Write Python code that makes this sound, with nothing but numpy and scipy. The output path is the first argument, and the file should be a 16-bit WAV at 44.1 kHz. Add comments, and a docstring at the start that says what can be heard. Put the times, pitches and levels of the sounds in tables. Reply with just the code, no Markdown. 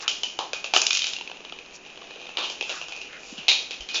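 """A hollow plastic ball bounces across a walled concrete patio, clatters against something hard,
rolls on and is knocked away by a dog. Each contact is a short crack with a brief ring of the
shell, answered by the walls. Rolling, the ball ticks over grit and bumps over its seam.
Paws scuff the concrete and a few thumps sound over a faint outdoor background."""
import sys
import numpy as np
from scipy import signal
from scipy.fft import rfft, irfft
from scipy.io import wavfile
from scipy.ndimage import uniform_filter1d

SR = 44100
rng = np.random.default_rng(int(sys.argv[2]) if len(sys.argv) > 2 else 0)


def output_pcm(signal):
    """Save a mono or channel-first signal as 16-bit PCM at the path in sys.argv[1].

    Samples are clipped to [-1, 1] before scaling.
    """
    pcm = np.clip(np.atleast_2d(signal).T, -1, 1) * 32767
    wavfile.write(sys.argv[1], SR, np.round(pcm).astype(np.int16))


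N = 4 * SR
SPOT_HZ, SPOT_SHARE = (2443, 2960), 0.52  # rolling: ring pitch range, ring share
RIPPLE_DB = 4  # each spot on the shell favours other overtones


def bounces():
    """The ball strikes hard surfaces; the echo is stronger when it is far away."""
    # Each row: start in seconds, knock, clack, body and snap in dB, ring in Hz, ring share 0-1,
    # echo in dB.
    hits = [(0.079, -35.5, -36.5, -20.5, -24.5, 3030, 0.55, 0),
            (0.2338, -37, -48, -25, -31, 3000, 0.9, -0.5), (0.389, -28, -35, -27, -34.5, 2975, 0.1, 0.5),
            (0.5322, -35.5, -34.5, -26, -32, 2464, 0.33, -0.5),
            (0.6426, -37, -41.5, -29.5, -35, 2600, 0.42, 0), (0.7371, -25, -25.5, -18.5, -26, 2440, 0.2, 1),
            (0.7462, -35, -36, -30.5, -26, 2700, 0.6, 6), (0.763, -21, -18.5, -12.5, -28, 2940, 0.9, -10.5),
            (0.7728, -29.5, -34.5, -25, -20, 2970, 0.1, -2),
            (0.817, -39, -39.5, -25, -18.5, 2580, 0.4, -3.5),
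            (0.8665, -47, -47, -17.5, -18.5, 2850, 0.03, -6.5),
            (0.9066, -48.5, -31, -16.5, -23.5, 2500, 0.04, -6), (0.93, -45.5, -39, -25, -21.5, 2720, 0, -1),
            (0.9501, -51, -50, -21.5, -26.5, 2940, 0, 0.5), (0.971, -57, -40.5, -24, -25, 3160, 0.2, -2.5),
            (0.9916, -53, -58, -24, -30.5, 3510, 0, -6.5), (1.019, -54.5, -55, -22, -33, 3130, 0.1, -1),
            (1.042, -47, -45, -24, -31, 2700, 0.09, -2.5), (1.068, -46.5, -43, -27, -29.5, 3050, 0, 1.5),
            (1.134, -55, -48, -27.5, -36, 2810, 0, -4), (2.371, -34.5, -40, -21.5, -41, 3160, 0, -1),
            (2.3832, -34.5, -36, -28, -43.5, 2700, 0, 6), (2.424, -43.5, -60, -36, -45.5, 2920, 0.24, 12.5),
            (2.499, -41, -46, -35.5, -36, 3100, 0.3, 1), (2.6099, -35.5, -53, -26, -39.5, 2600, 0.9, -1),
            (2.625, -38, -47.5, -31.5, -45, 3200, 1, -2), (2.694, -38, -49.5, -30.5, -40.5, 2716, 0.1, 5.5),
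            (2.8144, -45, -40.5, -33.5, -45, 2680, 1, 0), (2.8834, -44, -49, -42, -43.5, 3080, 0.8, 2.5),
            (2.922, -46.5, -47.5, -31, -45, 2496, 0.8, -1.5),
            (2.9635, -49.5, -61, -41, -45, 2660, 0.7, 2.5),
            (3.0146, -54.5, -62, -36.5, -43.5, 2700, 0.9, -0.5),
            (3.3725, -64, -57.5, -46, -57.5, 2860, 0.5, 13), (3.482, -33.5, -42, -15, -26, 3740, 0.17, 7.5),
            (3.708, -46.5, -48.5, -31.5, -39.5, 2590, 0.04, 4),
            (3.807, -50, -77, -37.5, -44.5, 3050, 0.9, 2.5), (3.888, -58, -47.5, -32, -42, 2490, 0.21, 5.5),
            (3.9443, -44.5, -39, -32, -30.5, 2530, 0.8, 4), (3.956, -49.5, -65, -26, -52, 3480, 0.8, 5)]
    out = np.zeros(N)
    for start_s, *band_db, ring_hz, ring_share, echo_db in hits:
        add(out, start_s, contact(band_db, ring_hz, ring_share, echo_db))
    return out


def contact(band_db, ring_hz, ring_share, echo_db):
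    """One touch: the direct crack has uneven overtones; the echo sums all directions and is smoother."""
    sound = amp(echo_db) * signal.fftconvolve(patio(), shell(band_db, ring_hz, ring_share, 0))
    direct = signal.fftconvolve(crack(), shell(band_db, ring_hz, ring_share, RIPPLE_DB))
    add(sound, 0, direct)
    return sound


def crack(length_s=0.00337, size=2048):
    """A brief burst of buckling plastic."""
    burst = rng.standard_normal(size)
    window = np.exp(-(np.arange(size) / SR / length_s) ** 4)
    for _ in range(3):  # flatten the spectrum
        burst = irfft(np.exp(1j * np.angle(rfft(burst * window))), size)
    return unit(burst * window)


def shell(band_db, ring_hz, ring_share, ripple_db, size=8192):
    """Shell response: a broadband blow, a ring set by the spot struck, and lasting modes."""
    # Each row: pitch in Hz, level re the body band in dB, T60 in seconds.
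    lasting_modes = [(2700, -24, 0.087), (3080, -18.5, .08)]
    hollow_hz, hollow_t60_s, ring_t60_s = 2484, 0.41, 0.037
    t = np.arange(size) / SR
    share = np.clip(ring_share, 0, 0.95)
    out = blow(band_db, share, ripple_db, size)
    caught = np.exp(-((ring_hz - hollow_hz) / 45) ** 2)  # a ring near the long hollow tone feeds it
    modes = []
    for side in (-1, 0, 1):  # the ring is a cluster of close modes
        hz = ring_hz * (1 + 0.065 * side * rng.uniform(0.21, 1))
        modes.append((hz, np.sqrt(share * (1 - caught)) / (1 + abs(side)), ring_t60_s))
    for hz, db, t60_s in lasting_modes:
        modes.append((hz * (1 + 0.08 * rng.uniform(-0.83, 1)), amp(db), t60_s))
    modes.append((hollow_hz, amp(-20) + amp(2.5) * np.sqrt(share * caught), hollow_t60_s))
    _, _, body_db, _ = band_db
    for hz, gain, t60_s in modes:
        out += amp(body_db) * gain * unit(amp(-60 * t / t60_s) * np.cos(2 * np.pi * hz * t))
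    return out * np.sqrt(SR / 100)


def blow(band_db, ring_share, ripple_db, size):
    """The shell's minimum-phase click in four bands; the body band cedes a share to the ring."""
    # Each row: low and high edge in Hz. Rows: knock, clack, body, snap.
    bands_hz = [(340, 977), (1100, 1804), (2400, 4174), (4400, 7060)]
    hz = abs(np.fft.fftfreq(size, 1 / SR)) + 1
    power = 1e-10
    for db, weight, (low, high) in zip(band_db, (1, 1, 1 - ring_share, 1), bands_hz):
        band = 1 / (1 + ((hz ** 2 - low * high) / (hz * (high - low))) ** 6)
        power = power + weight * amp(db) ** 2 * band / band.mean()
    ripple_cycles = hz[:, None] / 398 * np.linspace(0.2, 0.8, 8) + rng.random(8)
    ripple = unit_rms(np.cos(2 * np.pi * ripple_cycles).sum(1))
    uneven = power * amp(ripple_db * ripple) ** 2
    power = uneven * power.sum() / uneven.sum()
    log_spectrum = signal.hilbert(np.log(power) / 2).conj()
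    return np.fft.ifft(np.exp(log_spectrum)).real


def bumps():
    """The ball rolls over its seam and the rough floor, each bump on another spot."""
    # Each row: start in seconds, knock in dB, body in dB.
    touches = [(1.1647, -54, -33), (1.1851, -49, -37.5), (1.2105, -40.5, -34), (1.275, -58, -36),
               (1.2975, -42, -43), (1.3147, -39, -37), (1.37, -54, -44.5), (1.4045, -46.5, -45),
               (1.4494, -42, -37.5), (1.4955, -62, -40.5), (1.523, -39.5, -36.5), (1.588, -61, -40.5),
               (1.6606, -58, -43), (1.863, -51, -45.5), (1.974, -44.5, -42), (2.0185, -42.5, -44),
               (2.108, -44, -40), (2.16, -42, -42), (2.268, -51.5, -40.5), (2.291, -41.5, -43),
               (2.302, -49, -46)]
    out = np.zeros(N)
    for start_s, knock_db, body_db in touches:
        band_db = knock_db, knock_db - 7, body_db, body_db - 14
        add(out, start_s, contact(band_db, rng.uniform(*SPOT_HZ), SPOT_SHARE, echo_db=-6.5))
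    return out


def rolling(grit_per_s=200, spread_db=4, echo_db=1, spots=5):
    """Grit ticks against changing spots of the turning shell."""
    # Each row: time in seconds, RMS level in dB.
    levels = [(0, -32.5), (.5, -85.5), (.72, -41.5), (0.949, -57), (1.08, -46), (1.3, -46), (1.9, -44.5),
              (2.3, -40), (2.6, -44.5), (2.95, -42), (3.2, -42.5), (3.45, -41), (3.8, -63.5), (4, -29)]
    band_db = (-5, -11, 0.5, -11.5)  # knock, clack, body, snap; relative
    grit = (rng.random(N) < grit_per_s / SR) * rng.choice([-1, 1], N)
    grit = grit * amp(spread_db * np.minimum(rng.exponential(1, N), 3))
    spot = rng.integers(0, spots, N)
    ticks = np.zeros(N)
    for k, hz in enumerate(np.geomspace(*SPOT_HZ, spots)):
        ticks += signal.oaconvolve(grit * (spot == k), shell(band_db, hz, SPOT_SHARE, RIPPLE_DB))[:N]
    echo = amp(echo_db) * signal.fftconvolve(ticks, patio())[:N]
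    level_db = np.interp(np.arange(N) / SR, *np.transpose(levels))
    return unit_rms(ticks + echo) * amp(level_db)


def patio(delay_s=0.0042, slap_span_s=0.031, slap_db=-9.5, lump_db=3, blend_s=0.034, size=32768):
    """Wall response: four slaps and uneven early echoes that blend into a diffuse tail."""
    # Each row: frequency in Hz, T60 in seconds.
    decay_times = [(250, 0.42), (700, 0.54), (1700, 0.43), (3000, 0.43), (7000, 0.48)]
    # Each row: frequency in Hz, relative gain in dB.
    echo_colour = [(300, -2.5), (1400, -1), (2600, 2), (7000, 0.5)]
    age_s = np.arange(size) / SR
    lumps = unit_rms(uniform_filter1d(rng.standard_normal(size), size=110))
    noise = rng.standard_normal(size) * amp(lump_db * lumps * np.exp(-age_s / blend_s))
    hz, t, spectra = signal.stft(noise, SR, nperseg=256)
    gain_db = at_hz(echo_colour, hz)[:, None] - 60 * t / at_hz(decay_times, hz)[:, None]
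    tail = signal.istft(spectra * amp(gain_db), SR, nperseg=256)[1][:size]
    slaps = np.zeros(size)
    slaps[(rng.random(size=4) * slap_span_s * SR).astype(int)] = rng.choice([-1, 1], size=4)
    echo = unit(unit(tail) + amp(slap_db) * unit(slaps))
    return np.r_[np.zeros(round(delay_s * SR)), echo]


def paws():
    """Pads and claws slide on concrete in short swells."""
    # Each row: peak time in seconds, rise in seconds, level in dB, centre in Hz, width in octaves.
    scuffs = [(0.02, 0.026, -35, 5040, 0.91), (.045, 0.045, -37, 1400, 0.87),
              (1.755, 0.022, -41, 5800, 0.59), (2.423, 0.065, -37.5, 1110, 0.35),
              (2.75, 0.094, -39, 1430, 0.53), (2.749, 0.14, -40.5, 5500, 0.59),
              (3.151, 0.075, -40.5, 1760, 0.48), (3.304, 0.14, -44.5, 5660, 0.77),
              (3.961, 0.03, -24.5, 4250, 0.41)]
    out, t = np.zeros(N), np.arange(SR // 2) / SR
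    for peak_s, rise_s, db, centre_hz, octaves in scuffs:
        friction = rng.standard_normal(len(t)) * rng.exponential(1, len(t))
        rub = unit_rms(band_of(friction, centre_hz, octaves))
        swell = np.exp(-2 * (t / rise_s - 1) ** 2)
        add(out, peak_s - rise_s, amp(db) * rub * swell)
    return out


def thumps(attack_s=0.0037):
    """Loosely pitched hollow knocks and dull thuds."""
    # Each row: start in seconds, level in dB, centre in Hz, decay in seconds.
    thuds = [(.389, -28.5, 873, 0.055), (3.323, -30, 263, 0.01), (3.382, -37, 175, .018),
             (3.8, -38, 42, 0.016)]
    out, t = np.zeros(N), np.arange(SR // 2) / SR
    for start_s, db, hz, decay_s in thuds:
        envelope = (1 - np.exp(-t / attack_s)) * np.exp(-t / decay_s)
        noise = band_of(rng.standard_normal(len(t)), hz, octaves=0.47)
        add(out, start_s, amp(db) * np.linalg.norm(envelope) * unit(envelope * noise))
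    return out


def air(level_db=-47):
    """Steady faint outdoor noise."""
    # Each row: frequency in Hz, relative density in dB.
    spectrum = [(25, -9.5), (112, -9.5), (161, -6), (398, 0.5), (1110, -9.5), (2020, -7), (2650, -3),
                (3200, -20), (6660, -13.5), (7500, -24.5), (9750, -46)]
    return amp(level_db) * unit_rms(colour(rng.standard_normal(N), spectrum))


def amp(db):
    """Decibels to gain."""
    return 10 ** (np.asarray(db) / 20)


def unit(x):
    """Scales to unit energy."""
    return x / np.sqrt(np.sum(x ** 2) + 1e-20)


def unit_rms(x):
    """Scales to unit RMS."""
    return unit(x) * np.sqrt(len(x))


def at_hz(points, hz):
    """Interpolates (Hz, value) rows in log frequency."""
    points_hz, values = np.transpose(points)
    return np.interp(np.log(hz + 1), np.log(points_hz), values)


def colour(x, points):
    """Filters by (Hz, dB) rows."""
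    hz = np.fft.rfftfreq(len(x), 1 / SR)
    return irfft(rfft(x) * amp(at_hz(points, hz)), len(x))


def band_of(x, centre_hz, octaves):
    """Bell-shaped band-pass."""
    hz = np.fft.rfftfreq(len(x), 1 / SR)
    return irfft(rfft(x) * np.exp(-(np.log2((hz + 1) / centre_hz) / octaves) ** 2), len(x))


def add(mix, start_s, sound):
    """Mixes a sound in place."""
    part = mix[max(round(start_s * SR), 0):][:len(sound)]
    part += sound[:len(part)]


def scene():
    """Ball, dog and background in mono."""
    return (bounces() + bumps() + rolling() + paws() + thumps() + air())[None]


def record(dry):
    """Microphone colour, soft overload and a steep low-pass; a peak that still clips spits brightly."""
    # Each row: frequency in Hz, gain in dB.
    mic_response = [(60, 0.5), (105, -11.5), (160, -2), (550, -3.5), (850, -1.5), (1400, -2.5), (2050, -5),
                    (2500, -3), (3900, -4.5), (5200, -2), (7000, -1.5)]
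    soft_ceiling, clip_level = 1.05, 0.71
    narrow, wide = (signal.firwin(201, hz, window=("kaiser", 7), fs=SR) for hz in (7300, 16000))
    saturated = soft_ceiling * np.tanh(colour(dry[0], mic_response) / soft_ceiling)
    band_limited = signal.oaconvolve(saturated, narrow, "same")
    clipped = np.clip(band_limited, -clip_level, clip_level)
    return signal.oaconvolve(clipped, wide, "same")[None]


dry = scene()
out = record(dry)
output_pcm(out)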